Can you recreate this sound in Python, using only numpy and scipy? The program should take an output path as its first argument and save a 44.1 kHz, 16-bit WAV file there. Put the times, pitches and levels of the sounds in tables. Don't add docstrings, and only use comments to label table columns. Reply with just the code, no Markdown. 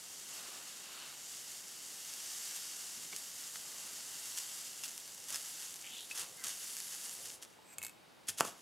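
import sys
import numpy as np
from scipy import signal
from scipy.fft import rfft, irfft, next_fast_len
from scipy.io import wavfile
from scipy.ndimage import map_coordinates

SR = 44100
rng = np.random.default_rng(int(sys.argv[2]) if len(sys.argv) > 2 else 0)


def to_wav(sig):
    pcm = np.clip(np.atleast_2d(sig), -1, 1) * 32767
    pcm = np.round(pcm).astype(np.int16)
    wavfile.write(sys.argv[1], SR, pcm.T)


N = 379701
DRY_S, POP_S = 7.34, 8.408


def amp(db):
    return 10 ** (np.asarray(db) / 20)


def unit_rms(x):
    return x / np.sqrt(np.mean(x ** 2) + 1e-20)


def along(points, hz):
    freqs, values = np.transpose(points)
    return np.interp(np.log(hz + 1), np.log(freqs + 1), values)


def clock():
    return np.arange(N) / SR


def swell(crest_s, half_s):
    return np.exp(-((clock() - crest_s) / half_s) ** 2)


def wobble(knots_per_s):
    knots = rng.standard_normal(int(N * knots_per_s / SR) + 4)
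    return map_coordinates(knots, [clock() * knots_per_s])


def filtered(x, gain_at_hz):
    size = next_fast_len(N + SR // 2)
    return irfft(rfft(x, size) * gain_at_hz(np.fft.rfftfreq(size, 1 / SR)), size)[..., :N]


def snap(spectrum, size=2048):
    cepstrum = irfft(np.log(amp(along(spectrum, np.fft.rfftfreq(size, 1 / SR)))))
    cepstrum[1:size // 2] *= 2
    cepstrum[size // 2 + 1:] = 0
    pulse = irfft(np.exp(rfft(cepstrum)))
    return pulse / np.linalg.norm(pulse)


def through(x, pulse):
    return signal.fftconvolve(x, pulse)[:N]


def add(track, start_s, sound):
    rest = track[round(start_s * SR):]
    rest[:len(sound)] += sound[:len(rest)]


def impulses(per_s, spread_db):
    happens = rng.random(N) < per_s / SR
    sizes = amp(spread_db * np.clip(rng.standard_normal(N), -2, 2))
    return unit_rms(happens * sizes * rng.choice([-1, 1], N))


def bubbles(spectrum, per_s, spread_db, ring_db, bands=7):
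    ringing = np.zeros(N)
    for hz in np.geomspace(3000, 13000, bands):
        resonance = signal.iirpeak(hz, Q=2, fs=SR)
        ringing += signal.lfilter(*resonance, impulses(per_s / bands, spread_db)) / np.sqrt(hz)
    bursts = impulses(per_s, spread_db) + amp(ring_db) * unit_rms(ringing)
    return unit_rms(through(bursts, snap(spectrum)))


AIR_SPECTRUM = [(55, -10), (95, -6), (150, -0.5), (300, -0.5), (400, -1), (490, -0.5), (600, -1.5),
                (800, -0.5), (1200, -5.5), (2200, -8.5), (3800, -10.5), (7000, -17.5), (10000, -19),
                (15800, -26.5)]
AIR_COHERENCE = [(30, 1), (90, 0.23), (250, 0.017), (700, 0.04), (2000, 0.47), (6000, 0.98)]  # f/Hz, left-right correlation

def ventilation():
    def mid_side_gains(hz):
        angle = np.arccos(np.clip(along(AIR_COHERENCE, hz), -1, 1)) / 2
        return amp(along(AIR_SPECTRUM, hz)) * [np.cos(angle), np.sin(angle)]
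    mid, side = filtered(rng.standard_normal((2, N)), mid_side_gains)
    return amp(-61) * unit_rms(np.array([mid + side, mid - side]))


ROOM_DECAY = [(150, 0.57), (1000, 0.34), (4000, 0.35), (12000, 0.24)]
ROOM_WIDTH = [(150, 0.33), (400, 0.23), (1000, 0.27), (3000, 0.02), (8000, 0.02)]  # f/Hz, side-to-mid ratio

def workshop(x):
    hz, t, noise = signal.stft(rng.standard_normal((2, SR // 2)), SR, nperseg=256)
    decay = amp(-60 * t / along(ROOM_DECAY, hz)[:, None])
    _, tails = signal.istft(noise * decay, SR, nperseg=256)
    delayed = np.pad(x, (round(0.005 * SR), 0))
    mid, side = [through(delayed, tail / np.linalg.norm(tail)) for tail in tails]
    side = filtered(side, lambda hz: along(ROOM_WIDTH, hz))
    return np.array([mid + side, mid - side])


BENCH_JOLTS = [(2.97, -60, -82), (3.05, -64, -84), (3.127, -59, -82), (7.784, -73, -64), (7.83, -70, -66),
               (8.285, -58, -60), (8.409, -53, -63)]
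RUMBLE_SPECTRUM = [(50, -32), (100, -21), (160, 1), (260, -5), (450, -4), (1500, -38), (6000, -78)]  # f/Hz, level/dB

def bench(boom_hz=96, boom_t60_s=0.22, rumble_t60_s=0.2):
    power, boom = np.zeros(N), np.zeros(N)
    for s, rumble_db, boom_db in BENCH_JOLTS:
        t = np.maximum(clock() - s, 0)
        attack = 1 - np.exp(-t / 0.0026)
        power += (amp(rumble_db - 60 * t / rumble_t60_s) * attack) ** 2
        boom += amp(boom_db - 60 * t / boom_t60_s) * attack * np.sin(2 * np.pi * boom_hz * t)
    rumble = unit_rms(through(rng.standard_normal(N), snap(RUMBLE_SPECTRUM)))
    return boom + np.sqrt(power) * rumble


RIM_BRUSHES = [(6.2, -61, 0.045), (6.23, -57, .004), (6.3, -66, 0.036), (7.243, -66.5, 0.16)]
CARDBOARD_SPECTRUM = [(60, -14), (130, -5), (250, -10), (390, -8), (480, 1.5), (600, -5), (1300, -12),
                      (3000, -25), (15800, -54)]

def cardboard():
    fibres = unit_rms(through(impulses(per_s=5600, spread_db=1.5), snap(CARDBOARD_SPECTRUM)))
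    return fibres * sum(amp(db) * swell(s, half_s) for s, db, half_s in RIM_BRUSHES)


GLOVE_STROKES = [(5.861, -52, 0.031, 2700), (5.965, -48.5, 0.074, 3364), (6.45, -61, 0.074, 1596)]
GLOVE_SQUEAKS = [(6.41, -57, 0.028, 2010), (6.42, -59, .03, 1580), (6.502, -61, 0.049, 2000),
                 (6.51, -63, .045, 1570)]

def glove(rise_hz_per_s=4000, sag_per_s=0.5):
    slips = filtered(impulses(per_s=2500, spread_db=3), lambda hz: 1 / (1 + (hz / 620) ** 3))
    track, t = np.zeros(N), clock()
    for s, db, half_s, hz in GLOVE_STROKES:
        cycles = hz * t + rise_hz_per_s * (t - s) ** 2 / 2
        track += amp(db) * swell(s, half_s) * unit_rms(slips * np.cos(2 * np.pi * cycles))
    for s, db, half_s, hz in GLOVE_SQUEAKS:
        pitch_hz = hz * (1 - sag_per_s * (t - s) + 0.014 * wobble(35) + 0.0228 * wobble(400))
        envelope = amp(db + 2.6 * wobble(150)) * swell(s, half_s)
        track += envelope * np.sin(2 * np.pi * np.cumsum(pitch_hz) / SR)
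    return track


SPOOL_TAPS = [(3.1277, -41, 2270, 0.05, -32), (3.133, -50, 2180, .03, -33), (3.548, -52, 2050, .01, -39),
              (3.558, -43, 2080, 0.013, -28), (6.112, -32.5, 2590, 0.035, -31),
              (7.589, -54, 860, 0.035, -58)]
CLICK_SPECTRUM = [(100, -27), (400, -10), (900, 5.5), (3000, 5.5), (4100, 4), (6500, 2), (10000, -6),
                  (15800, -31)]

def spool(rattle_t60_s=0.029):
    track, t, pulse = np.zeros(N), np.arange(SR // 8) / SR, snap(CLICK_SPECTRUM)
    for s, note_db, hz, t60, click_db in SPOOL_TAPS:
        attack = 1 - np.exp(-t / 0.0004)
        note = amp(note_db - 60 * t / t60) * attack * np.sin(2 * np.pi * hz * t)
        rattle = amp(-25 - 60 * t / rattle_t60_s) * rng.standard_normal(len(t))
        rattle[0] = 1
        click = signal.fftconvolve(rattle, pulse)[:len(t)] / np.abs(pulse).max()
        add(track, s, note + amp(click_db) * click)
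    return track


STRIP_TWITCHES = [(4.836, -41), (5.3454, -37.5)]  # t/s, level/dB
STRIP_MODES = [(1690, -11, 0.088), (2740, -7.5, 0.064), (3430, -6, 0.06), (5170, -1, 0.062),
               (6760, -6, .04)]

def strip():
    track, t = np.zeros(N), np.arange(SR // 8) / SR
    for s, db in STRIP_TWITCHES:
        for hz, mode_db, t60 in STRIP_MODES:
            level_db = db + mode_db + rng.normal(0, 1.5)
            add(track, s, amp(level_db - 60 * t / t60) * np.sin(2 * np.pi * hz * t))
    return track


IRON_MODES = [(2195, -10, 0.05), (2580, -7.5, 0.045), (4210, -17, .04), (6450, -13, 0.05),
              (7487, -8, 0.048), (7690, -8, .025), (8050, -7, .025), (8275, -10, .022), (12075, -6.5, 0.04),
              (13200, -14, .022)]

def iron_ring(t, tilt_db_per_oct, detune=0.0022):
    ring = np.zeros(len(t))
    for hz, db, t60 in IRON_MODES:
        level_db = db + tilt_db_per_oct * np.log2(hz / 4500) + rng.normal(0, 1.9)
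        pitch_hz = hz * (1 + detune * rng.standard_normal())
        ring += amp(level_db - 60 * t / t60) * np.sin(2 * np.pi * (pitch_hz * t + rng.random()))
    return ring


IRON_KNOCKS = [(7.7834, -38, 0.2), (7.8174, -44, -6), (7.8285, -40.5, 2.5), (7.836, -38, -0.5),
               (7.8486, -42, 2.5), (7.855, -47, 1), (7.866, -42.5, 2.5), (7.882, -51, -1), (7.895, -51, 0)]
STEEL_SPECTRUM = [(100, -22), (900, -4), (2300, -2), (3300, -1), (4300, 0.5), (5600, -2.5), (8000, 4.5),
                  (12500, 0), (14000, -6), (15800, -22)]

def iron_clinks(crack_t60_s=0.0092):
    track, t = np.zeros(N), np.arange(SR // 4) / SR
    for s, db, tilt in IRON_KNOCKS:
        noise = amp(5.5 + tilt - 60 * t / crack_t60_s) * rng.standard_normal(len(t))
        crack = signal.fftconvolve(noise, snap(STEEL_SPECTRUM))[:len(t)]
        add(track, s, amp(db) * (iron_ring(t, tilt) + crack))
    return track


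PRESSED_TIP_MODES = [(2500, 0), (6470, -19), (7650, -2), (8100, 3), (12100, -8)]  # f/Hz, level/dB

def iron_scrape(lift_s=7.738, rise_db_per_s=148, fall_db_per_s=900, t60_s=0.011):
    t, since_lift = np.arange(SR // 4) / SR, clock() - lift_s
    drag_db = -57 - np.maximum(-rise_db_per_s * since_lift, fall_db_per_s * since_lift)
    slips = impulses(per_s=4000, spread_db=4)
    ring = sum(amp(db - 60 * t / t60_s) * np.sin(2 * np.pi * hz * t) for hz, db in PRESSED_TIP_MODES)
    grit = amp(-10) * through(slips, snap(STEEL_SPECTRUM))
    return amp(drag_db) * (unit_rms(through(slips, ring)) + grit)


POP_SPECTRUM = [(60, -40), (100, -15), (160, -6.5), (250, -2), (400, -1.5), (950, 2.5), (1400, 3.5),
                (2100, -12.5), (2900, -5.5), (4000, -19), (6000, -21), (10000, -19), (15800, -38)]
WALL_ECHOES = [(.0245, -22), (.041, -16), (.072, -25)]  # delay/s, level/dB

def steam_pop(shudder_t60_s=0.042, echo_t60_s=0.03, echo_cut_hz=1600):
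    track, t, pulse = np.zeros(N), np.arange(SR // 4) / SR, snap(POP_SPECTRUM)
    shudder = amp(-29.5 - 60 * t / shudder_t60_s) * rng.standard_normal(len(t))
    add(track, POP_S, -amp(0.5) * pulse)
    add(track, POP_S + 0.00037, amp(-6.5) * snap(CRACKLE_SPECTRUM))
    add(track, POP_S + 0.00097, amp(-2.5) * signal.fftconvolve(shudder, pulse))
    dulled = signal.lfilter(*signal.butter(2, echo_cut_hz, fs=SR), pulse)
    for delay_s, db in WALL_ECHOES:
        scatter = amp(-60 * t / echo_t60_s) * rng.standard_normal(len(t))
        echo = signal.fftconvolve(scatter / np.linalg.norm(scatter), dulled)
        add(track, POP_S + delay_s, amp(db) * echo)
    return track


POOL_SURGES = [(0.46, -55.5, 0.17, -2), (0.718, -61.5, 0.14, 2), (1.005, -53, 0.16, 0.5),
               (3.84, -62.5, 0.28, -3), (5.338, -54, 0.037, -2.5), (6.205, -55, 0.072, -0.5),
               (6.465, -56.5, 0.021, -5), (8.398, -48, .007, -3)]
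FROTH_SPECTRUM = [(120, -19), (300, -11), (650, -8), (1000, -3), (1300, -0.5), (1600, -4), (2350, -4),
                  (2850, -0.5), (3400, -5), (4200, -2), (6000, -24), (15800, -47)]

def surges():
    track = np.zeros(N)
    froth = through(impulses(per_s=6000, spread_db=5.5), snap(FROTH_SPECTRUM))
    for s, db, half_s, tilt in POOL_SURGES:
        tilted = filtered(froth, lambda hz: amp(tilt * np.log2(np.maximum(hz, 200) / 1000)))
        track += amp(db) * swell(s, half_s) * unit_rms(tilted)
    return track


STEAM_FLARES = [(0.34, 0.055, -53), (2.552, 0.013, -46), (3.162, 0.0042, -50), (4.369, 0.012, -40),
                (4.833, 0.011, -40), (4.852, 0.01, -42.5), (5.282, 0.023, -45), (5.325, 0.036, -43.5),
                (5.56, 0.091, -48), (6.091, 0.026, -48.5), (6.145, 0.033, -42), (6.174, 0.039, -42.5),
                (6.431, 0.062, -40), (6.9, 0.038, -47.5), (7.026, 0.042, -46.5), (7.239, 0.027, -50.5),
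                (7.34, 0.011, -56), (7.416, 0.017, -48.5), (7.468, 0.061, -67), (8.269, 0.012, -51),
                (8.281, 0.012, -33.5), (8.374, 0.019, -40.5), (8.441, 0.034, -43.5), (8.53, .1, -62)]
FLARE_SPECTRUM = [(60, -51), (600, -17), (1300, -7.5), (1750, -3.5), (2350, -7.5), (2700, -2), (3400, -1),
                  (4000, -5), (5200, 0), (6700, 2.5), (8800, -1), (10200, 0), (12500, -5.5), (15800, -19)]

def flares(rise_share=0.21, fall_share=0.78, hiss_rise_s=0.009, hiss_fall_s=0.0018):
    since_pop = clock() - POP_S
    hiss = amp(-32) * np.exp(-np.maximum(-since_pop / hiss_rise_s, since_pop / hiss_fall_s))
    power = hiss ** 2
    for s, length_s, db in STEAM_FLARES:
        t = np.maximum(clock() - s, 0)
        attack = 1 - np.exp(-t / (rise_share * length_s))
        release = np.exp(-np.maximum(t - length_s, 0) / (fall_share * length_s))
        power += (amp(db) * attack * release) ** 2
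    return np.sqrt(power) * bubbles(FLARE_SPECTRUM, per_s=5000, spread_db=6.5, ring_db=-14.5)


BIG_SPITS = [(2.138, -26), (3.1635, -21.5), (4.3772, -36), (4.3802, -27), (4.3864, -20.5), (4.92, -38),
             (4.979, -25), (5.305, -23), (5.3265, -23), (5.345, -22), (5.359, -21), (5.742, -28),
             (6.44, -21), (6.4448, -22), (6.4686, -25), (6.768, -22.5), (6.776, -30), (6.803, -22.5),
             (6.949, -29), (7.095, -26), (7.2575, -30), (7.426, -34), (7.45, -35), (8.448, -32),
             (8.451, -27)]
SPIT_SPECTRUM = [(60, -38), (600, -19.5), (1700, -7.5), (3000, -4), (4100, -6), (5600, 1.5), (7200, 3),
                 (10200, -3), (12500, -4.5), (15800, -18)]

def spits(stray_count=34, thin_from_s=4.88, spray_t60_s=0.019):
    track, t, pulse = np.zeros(N), np.arange(SR // 50) / SR, snap(SPIT_SPECTRUM)
    strays = [(thin_from_s + when ** 3 * (DRY_S - thin_from_s), -32.5 + 2.5 * (2 * size - 1))
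              for when, size in rng.random((stray_count, 2))]
    for s, db in list(BIG_SPITS) + strays:
        spray = amp(-28 - 60 * t / spray_t60_s) * rng.standard_normal(len(t))
        spray[0] = 1
        add(track, s, amp(db) * signal.fftconvolve(spray, pulse) / np.abs(pulse).max())
    return track


BOIL_STRENGTH = [(0.0, -50.5), (0.39, -48), (0.8, -50.5), (1.18, -50.5), (1.35, -47.5), (1.7, -49.5),
                 (2.03, -47.5), (2.4, -43.5), (3.01, -47), (3.86, -48), (4.35, -45), (4.72, -48),
                 (5.22, -52.5), (5.33, -47.5), (5.51, -47), (5.75, -52.5), (5.94, -53), (6.49, -55.5),
                 (6.63, -46), (7.12, -50.5), (7.22, -50.5), (7.3, -53.5), (7.35, -54.5)]
FIZZ_SPECTRUM = [(150, -48), (600, -22), (1200, -8), (2100, -5.5), (2420, -10.5), (2800, -3.5), (3700, -6),
                 (4050, -6), (4750, -2), (7300, 2), (9000, -3), (11000, -5), (13500, -8), (15800, -19)]
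CRACKLE_SPECTRUM = [(60, -30), (600, -18), (1600, -7), (2350, -4), (3000, -6.5), (4100, -6.5), (5600, -1.5),
                    (7200, 3.5), (8800, 0), (10200, -4.5), (12500, -4), (15800, -19)]
SHRILL_SPECTRUM = [(1000, -44), (6000, -23), (8800, -10), (10200, -4.5), (11400, -7), (12400, -11),
                   (13100, -12), (15800, -24)]

def sizzle(dry_out_db_per_s=274):
    t = clock()
    boil_db = np.interp(t, *np.transpose(BOIL_STRENGTH))
    dryness = np.minimum(t / DRY_S, 1)
    crackle_db = -62.5 + 8.5 * dryness ** 2 + 0.52 * (boil_db - boil_db.mean()) + 1.4 * wobble(30)
    flutter_db = 0.66 * wobble(25.02) + 0.66 * wobble(180)
    fizz = amp(flutter_db) * bubbles(FIZZ_SPECTRUM, per_s=18000, spread_db=3, ring_db=-4)
    crackle = amp(crackle_db) * bubbles(CRACKLE_SPECTRUM, per_s=660, spread_db=10.5, ring_db=-2)
    shrill_db = -19.5 + 15.5 * dryness + 1.9 * wobble(22)
    shrill = amp(shrill_db) * bubbles(SHRILL_SPECTRUM, per_s=4000, spread_db=3, ring_db=15)
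    dry_out = amp(-dry_out_db_per_s * np.maximum(t - DRY_S, 0))
    return dry_out * (amp(boil_db - 0.72) * (fizz + shrill) + crackle)


def scene():
    flux = sizzle() + surges() + flares() + spits()
    near = flux + iron_clinks() + iron_scrape() + spool() + cardboard() + glove() + strip() + bench()
    pop = steam_pop()
    return near + pop + amp(-12.5) * workshop(near) + amp(-11.5) * workshop(pop) + ventilation()


HOUSING_RESPONSE = [(2200, 0), (2420, -1), (2800, 0.9), (3400, -0.5), (3600, -1), (3750, 3), (4000, -3),
                    (4250, 1), (4600, 1), (5200, 0)]

def record(dry, low_cut_hz=65, top_hz=15800):
    lean = signal.lfilter(*signal.butter(2, low_cut_hz, "high", fs=SR), dry)
    return filtered(lean, lambda hz: amp(along(HOUSING_RESPONSE, hz)) * (hz < top_hz))


dry = scene()
out = record(dry)
to_wav(out)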